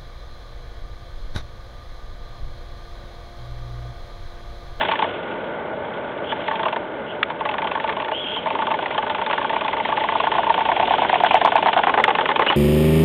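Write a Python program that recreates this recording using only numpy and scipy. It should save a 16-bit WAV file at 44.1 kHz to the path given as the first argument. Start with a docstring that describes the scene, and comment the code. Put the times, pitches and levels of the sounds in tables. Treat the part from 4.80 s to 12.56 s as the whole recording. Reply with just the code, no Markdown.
"""A model steam launch chuffs past on calm water, close to a microphone that hears little treble.
Wet exhaust spits up its funnel and makes the tube ring, at first in fits, then in a fast beat.
The gas burner roars steadily with a faint whistle, spent steam hisses, and faint chuffs come at
random moments. A valve squeals four times and there are three sharp clacks.
The loudest peaks overload the microphone."""
import sys
import numpy as np
from scipy.fft import rfft, irfft, next_fast_len
from scipy.io import wavfile
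from scipy.ndimage import uniform_filter1d, map_coordinates

SR = 44100
rng = np.random.default_rng(int(sys.argv[2]) if len(sys.argv) > 2 else 0)


def pcm_store(signal):
    """Save signal as 16-bit PCM."""
    levels = np.round(np.clip(np.atleast_2d(signal), -1, 1) * 32767)
    wavfile.write(sys.argv[1], SR, levels.astype(np.int16).T)


N = 342216

# the flame's tone colour: pitch_hz, level_db
FLAME_SPECTRUM = [(20, -41.5), (55, -13), (120, -8.5), (230, -2.5), (330, -2), (450, 2), (600, -4),
                  (900, -2), (1250, -11.5), (1450, -9.5), (1850, -16.5), (2150, -12), (2700, -28.5)]
# the low drone and upper ring of the flue, the pipe the flame burns in: pitch_hz, width_hz, gain_db
FLUE_MODES = [(606, 72, 2.5), (1477, 220, -1.5)]
# the upper ring fades as the boiler moves away: time_s, gain_db
FLUE_RING_FADE = [(0, 0.5), (2.3, -0.5), (4, -3.5), (7.76, -6)]
# how loud the burner roars: time_s, level_db
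ROAR_LEVELS = [(0, -30.5), (1.7, -31.5), (3.4, -33), (6.3, -30.5), (7.76, -30.5)]
# the tone colour of spent steam: pitch_hz, level_db
HISS_SPECTRUM = [(600, -18), (1500, -7.5), (2300, 2), (3300, 6), (4500, -9)]
# the flow of spent steam, heard as hiss: time_s, level_db
STEAM_FLOW = [(0, -30.5), (.43, -40.5), (.84, -48.5), (1.36, -45.5), (1.69, -37.5), (2.1, -47.5),
              (3.26, -42), (3.46, -37), (4.36, -38), (6.03, -31), (6.51, -30), (7.39, -37.5), (7.76, -31)]
# the echo from the funnel's open ends: pitch_hz, gain_db
FUNNEL_ECHO = [(250, -34.5), (600, -13), (1400, -9.5), (2200, -27), (3500, -23.5)]
# how loud the burner whistles: time_s, level_db
WHISTLE_LEVELS = [(0, -48), (1.5, -46), (2.6, -51.5), (4, -62)]

# the crank, turning about eight to ten times a second: time_s, turns_done
CRANK_TURNS = [(-.021, 0), (.189, 2), (1.679, 15), (1.792, 16), (1.926, 17), (2.654, 23), (2.781, 24),
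               (2.914, 25), (3.166, 27), (3.749, 32), (4.346, 37), (4.809, 41), (5.171, 44), (5.63, 48),
               (6.294, 54), (6.824, 59), (7.664, 67)]
# two cylinders push both ways, giving four strokes a turn that drift as the beat settles;
# one table per stroke: time_s, place_in_turn (0-1), ring_accent_db, spit_accent_db
STROKE_PATTERNS = [
    [(3.3, 0, 1, 0.5), (5.6, 0, 0, 1.5), (6.3, 0, -2, 2), (7.1, 0, -2.5, 2.5)],
    [(3.3, 0.28, 2, 3), (3.7, .31, 1, -3), (5.55, .30, .5, -3), (5.85, .30, 4, -1), (6.05, .30, 0, -2.5),
     (6.33, 0.31, 4.5, -2.5), (6.6, .325, 3.5, -3.5), (7.4, .325, 2, -0.5)],
    [(3.3, 0.46, -0.5, -2.5), (3.7, .42, -14.5, -8), (5.6, .43, -10, -11.5), (6.5, .43, -6.5, 4.5),
     (7.4, 0.43, -3, -5.5)],
    [(3.3, .67, -4, 0), (3.7, .59, 1, 3.5), (5.6, .58, 3.5, -0.5), (6.5, .565, -0.5, 0)],
]
# chuff strength, greatest as the funnel passes the microphone: time_s, ring_db, spit_db
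CHUFF_LEVELS = [(.1, -18, -22.5), (1.7, -20.5, -27.5), (2.9, -19.5, -26), (3.3, -22, -27.5),
                (3.8, -17, -26.5), (4.05, -21.5, -26), (4.4, -19.5, -25), (5.1, -17, -23), (5.8, -15, -24),
                (6.5, -11, -22.5), (7.1, -11.5, -20), (7.5, -15, -20.5), (7.72, -15.5, -18)]
# stretches of time in which the strokes chuff: start_s, end_s
CHUFF_SPELLS = [(0, .26), (1.66, 1.98), (2.64, 3.33), (3.64, 7.75)]
# single exhaust chuffs, alone or accenting a stroke of the beat: start_s, ring_db, spit_db
SINGLE_CHUFFS = [(1.52, -18, -24.5), (1.855, -14.5, -26), (2.5, -20, -27), (2.606, -18.5, -31.5),
                 (2.654, -29, -25.5), (3.091, -22, -22.5), (3.561, -22.5, -27.5), (3.656, -17.5, -30),
                 (3.912, -14.5, -25), (4.178, -18, -26), (4.509, -29, -20.5)]
# the smokebox, a chamber under the funnel that rounds each kick: pitch_hz, width_hz, gain_db
SMOKEBOX_MODES = [(860, 480, 0)]
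# the hollow bark of the exhaust: pitch_hz, width_hz, gain_db
BARK_MODES = [(643, 76, -4), (884.3, 66, 1), (1081, 115, -3.5)]
# hollows of the open hull, each heard while it faces the microphone:
# pitch_hz, width_hz, gain_db, facing_s, spread_s
HULL_MODES = [(736, 150, 3.5, 6.35, 0.85), (423, 110, 10, 7.49, 0.37), (825, 83, 4.5, 7.4, 0.4),
              (1058, 170, 5, 7.656, 0.76)]
# the tone colour of a spit of wet steam: pitch_hz, level_db
SPIT_SPECTRUM = [(200, -22.5), (500, -2), (1100, 0.5), (1650, 4.5), (2200, 2), (2700, 0.5), (3400, -0.5),
                 (4500, -8)]

# the valve, one table per squeal: time_s, pitch_hz, level_db
VALVE_SQUEALS = [
    [(1.44, 3200, -41), (1.525, 3360, -28.5), (1.545, 3210, -57)],
    [(2.26, 3100, -46), (2.30, 3240, -33), (2.35, 3140, -40)],
    [(3.32, 2775, -31), (3.355, 3130, -26.5), (3.412, 3406, -26.5), (3.45, 3170, -30), (3.475, 3206, -25),
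     (3.525, 3260, -27.5), (3.545, 3284, -24.5), (3.59, 3110, -25.5), (3.61, 3200, -46.5)],
    [(7.668, 2785, -29), (7.69, 2986, -12), (7.716, 2950, -27)],
]
# how much of each squeal is hiss rather than tone: hiss_share (0-1)
SQUEAL_HISS_SHARES = [.88, .9, .3, .12]
# sharp clacks: start_s, level_db
CLACK_HITS = [(1.681, -23.5), (2.4292, -11), (7.2394, -8.5)]
# the notes a clack rings with: pitch_hz, level_db, ring_s (time to fall by 60 dB)
CLACK_NOTES = [(1270, -6, .026), (1900, 0, .018), (2230, -4, .013), (2950, -8, .011), (3480, -6, .008)]
# the tone colour of the crack that starts a clack: pitch_hz, level_db
CRACK_SPECTRUM = [(800, -26), (1700, 4), (4200, -4), (5000, -30.5)]
# how the microphone loses treble: pitch_hz, gain_db
MIC_RESPONSE = [(3450, -2), (3800, -9), (4200, -17), (4500, -31), (4800, -72.5), (5200, -110)]


def amp(db):
    """Turn decibels into a number to multiply by."""
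    return 10 ** (np.asarray(db) / 20)


def unit(x):
    """Scale each sound to an average (rms) level of 1."""
    return x / np.sqrt(np.mean(x ** 2, axis=-1, keepdims=True) + 1e-20)


def shape(points, hz):
    """The gain at each pitch, joining up rows of pitch_hz, gain_db."""
    pitch_hz, gain_db = np.transpose(points)
    return amp(np.interp(np.log(hz + 1), np.log(pitch_hz), gain_db))


def read(rows, times):
    """Look up each column after time_s at the given times."""
    time_s, *columns = np.transpose(rows)
    return [np.interp(times, time_s, column) for column in columns]


def curves(rows):
    """Look up each column after time_s at every sample."""
    return read(rows, np.arange(N) / SR)


def wobble(rate):
    """A smooth curve through `rate` random values a second."""
    return map_coordinates(rng.standard_normal(int(N * rate / SR) + 4), [np.arange(N) * rate / SR])


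def filtered(x, response):
    """Make each pitch in x stronger or weaker, as response(hz) says."""
    size = x.shape[-1]
    padded = next_fast_len(2 * size)
    return irfft(rfft(x, padded) * response(np.fft.rfftfreq(padded, 1 / SR)), padded)[..., :size]


def resonances(modes, hz):
    """How a hollow space answers: it rings near each of its modes, the pitches it favours."""
    return sum((-1) ** k * amp(db) * 1j * hz * width / (pitch ** 2 - hz ** 2 + 1j * hz * width)
               for k, (pitch, width, db) in enumerate(modes))


def noise(spectrum):
    """Steady noise with the given tone colour."""
    return unit(filtered(rng.standard_normal(N), lambda hz: shape(spectrum, hz)))


def bursts(count, rise_s, decay_s, size=2600):
    """Puffs of swirling air that swell fast and fall more slowly, each with energy 1."""
    t = np.arange(size) / SR
    envelope = (1 - np.exp(-(t / rise_s) ** 2)) * np.exp(-t / decay_s)
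    return unit(rng.standard_normal((count, size)) * envelope) / np.sqrt(size)


def placed(start_s, level_db, sounds, span_s=.01):
    """Lay short sounds on the time line; each has its level as if squeezed into span_s."""
    size = sounds.shape[1]
    sounds = unit(sounds) * np.sqrt(span_s * SR / size) * amp(level_db)[:, None]
    samples = np.round(np.maximum(start_s, 0) * SR).astype(int)[:, None] + np.arange(size)
    return np.bincount(samples.ravel(), sounds.ravel(), N)[:N]


def funnel(hz, lowest_note_hz=293.1):
    """Sound bounces up and down the open tube, which boosts evenly spaced pitches."""
    echo = np.minimum(shape(FUNNEL_ECHO, hz), .9)
    return 1 / (1 - echo * np.exp(-2j * np.pi * hz / lowest_note_hz))


def boiler(roar_gain_db=5.0, hiss_gain_db=3, flicker_db=0.63, sputter_db=3.0):
    """The flame roars in its flue and spent steam sputters, both sounding through the funnel."""
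    roar_db, = curves(ROAR_LEVELS)
    hiss_db, = curves(STEAM_FLOW)
    ring_db, = curves(FLUE_RING_FADE)
    flame = noise(FLAME_SPECTRUM)
    drone, ring = (filtered(flame, lambda hz: resonances([mode], hz)) for mode in FLUE_MODES)
    flue = unit(flame + drone + amp(ring_db) * ring)
    roar = amp(roar_db + roar_gain_db + flicker_db * wobble(30)) * flue
    hiss = amp(hiss_db + hiss_gain_db + sputter_db * wobble(140)) * noise(HISS_SPECTRUM)
    return filtered(roar + hiss, funnel)


def burner_whistle(pitch_hz=1577, waver_hz=4, flutter_db=3.0):
    """The burner's gas jet sings on one faint, unsteady note."""
    level_db, = curves(WHISTLE_LEVELS)
    loudness = amp(level_db + flutter_db * wobble(12))
    phase = 2 * np.pi * np.cumsum(pitch_hz + waver_hz * wobble(25)) / SR
    return loudness * np.sin(phase)


def engine_strokes(scatter_db=1.36, jitter_s=.0007):
    """The crank times the chuffs, each a little uneven. 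Gives rows of start_s, ring_db, spit_db."""
    crank_s, turns_done = np.transpose(CRANK_TURNS)
    turns = np.arange(turns_done[-1] + 1)
    turn_start_s = np.interp(turns, turns_done, crank_s)
    turn_length_s = np.diff(turn_start_s, append=2 * turn_start_s[-1] - turn_start_s[-2])
    rows = []
    for pattern in STROKE_PATTERNS:
        place, ring_accent_db, spit_accent_db = read(pattern, turn_start_s)
        time_luck, ring_luck, spit_luck = rng.standard_normal((len(turns), 3)).T
        start_s = turn_start_s + place * turn_length_s + jitter_s * time_luck
        ring_db, spit_db = read(CHUFF_LEVELS, start_s)
        ring_db += ring_accent_db + scatter_db * ring_luck
        spit_db += spit_accent_db + scatter_db * spit_luck
        rows.append([start_s, ring_db, spit_db])
    rows = np.hstack(rows).T
    in_spell = [(rows[:, 0] > start) & (rows[:, 0] < end) for start, end in CHUFF_SPELLS]
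    return rows[np.any(in_spell, axis=0)]


def spits(count, droplet_hz=2100, scatter=0.33, width_hz=300):
    """Wet steam sprays up the funnel; bursting droplets give each spray its own bright pitch."""
    bright_hz = droplet_hz * np.exp(scatter * rng.standard_normal((count, 1)))
    boost = lambda hz: 1 + np.exp(-((hz - bright_hz) / width_hz) ** 2)
    spray = bursts(count, rise_s=.0014, decay_s=.006)
    return filtered(spray, lambda hz: shape(SPIT_SPECTRUM, hz) * boost(hz) * funnel(hz))


def barks(start_s, wake_db=0, wake_gain=1.51, kick_delay_s=0.003):
    """A kick of pressure and its wake of swirling steam make the funnel and hull ring."""
    push = wake_gain * amp(wake_db) * bursts(len(start_s), rise_s=.004, decay_s=.0075)
    push[:, round(kick_delay_s * SR)] += 1  # the kick
    push = filtered(push, lambda hz: resonances(SMOKEBOX_MODES, hz))
    ring = filtered(push, lambda hz: resonances(BARK_MODES, hz) * funnel(hz))
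    for *mode, facing_s, spread_s in HULL_MODES:
        facing = np.exp(-((start_s - facing_s) / spread_s) ** 2)[:, None]
        ring -= facing * filtered(push, lambda hz: resonances([mode], hz))
    return ring


def exhaust(ring_gain_db=1, spit_gain_db=3.0, snap=0.26):
    """Each chuff spits, then barks; in strong ones the kick stands out more from its wake."""
    start_s, ring_db, spit_db = np.vstack([SINGLE_CHUFFS, engine_strokes()]).T
    wake_db = -snap * np.maximum(ring_db - ring_db.mean(), 0)
    bark = placed(start_s, ring_db + ring_gain_db, barks(start_s, wake_db[:, None]))
    spit = placed(start_s, spit_db + spit_gain_db, spits(len(start_s)))
    return bark + spit


def faint_chuffs(count=80, spit_gain_db=2, ring_gain_db=5, scatter_db=4.0):
    """Faint chuffs and spits of exhaust at random moments, louder when more steam flows."""
    start_s = rng.uniform(0, N / SR, count)
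    level_db = read(STEAM_FLOW, start_s)[0] + scatter_db * rng.standard_normal(count)
    spit = placed(start_s, level_db + spit_gain_db, spits(count))
    bark = placed(start_s, level_db + ring_gain_db, barks(start_s))
    return spit + bark


def valve(flutter_hz=165, flutter_depth=0.33, swing_hz=70, jitter_hz=40,
          hiss_width_hz=750, hiss_below_hz=130, gain_db=-1):
    """Steam squeals through a narrow, fluttering gap: a rough tone inside a band of hiss."""
    t = np.arange(N) / SR
    flutter = np.sin(2 * np.pi * np.cumsum(flutter_hz + 12 * wobble(40)) / SR)
    waver_hz = jitter_hz * wobble(420) - swing_hz * flutter
    squeals = np.zeros(N)
    for rows, hiss_share in zip(VALVE_SQUEALS, SQUEAL_HISS_SHARES):
        pitch_hz, level_db = curves(rows)
        is_open = (t > rows[0][0]) & (t < rows[-1][0])
        fade = uniform_filter1d(is_open.astype(float), size=300)
        phase = 2 * np.pi * np.cumsum(pitch_hz + waver_hz) / SR
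        tone = np.sqrt(2 * (1 - hiss_share)) * np.sin(phase)
        # the band of hiss follows the tone, centred just below it
        swirl = wobble(hiss_width_hz) + 1j * wobble(hiss_width_hz)
        band = swirl * np.exp(1j * (phase - 2 * np.pi * hiss_below_hz * t))
        hiss = np.sqrt(hiss_share) * unit(band.real)
        squeals += fade * amp(level_db + gain_db) * (tone + hiss)
    return squeals * (1 + flutter_depth * flutter)


def clacks(size=2000, rise_s=.0015, crack_db=4, crack_decay_s=0.0025):
    """Hard, bright knocks: a crack of noise and a ring that dies almost at once."""
    start_s, level_db = np.transpose(CLACK_HITS)
    t = np.arange(size) / SR
    swell = 1 - np.exp(-t / rise_s)
    phase = rng.uniform(0, 2 * np.pi, (len(start_s), len(CLACK_NOTES)))
    ring = sum(amp(db) * 10 ** (-3 * t / ring_s) * np.sin(2 * np.pi * hz * t + phase[:, [k]])
               for k, (hz, db, ring_s) in enumerate(CLACK_NOTES))
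    white = rng.standard_normal((len(start_s), size))
    bright = unit(filtered(white, lambda hz: shape(CRACK_SPECTRUM, hz)))
    crack = amp(crack_db) * bright * np.exp(-t / crack_decay_s)
    return placed(start_s, level_db, (ring + crack) * swell)


def scene():
    """All the boat's sounds add up in one channel."""
    return (exhaust() + faint_chuffs() + clacks() + boiler() + valve() + burner_whistle())[None]


def record(dry, ceiling=.76, hardness=16, top_hz=15800):
    """The microphone dulls the treble; overload rounds off the loudest peaks, adding faint ticks."""
    dulled = filtered(dry, lambda hz: shape(MIC_RESPONSE, hz))
    rounded = dulled / (3.0 + np.abs(dulled / ceiling) ** hardness) ** (1 / hardness)
    return filtered(rounded, lambda hz: hz < top_hz)


dry = scene()
out = record(dry)
pcm_store(out)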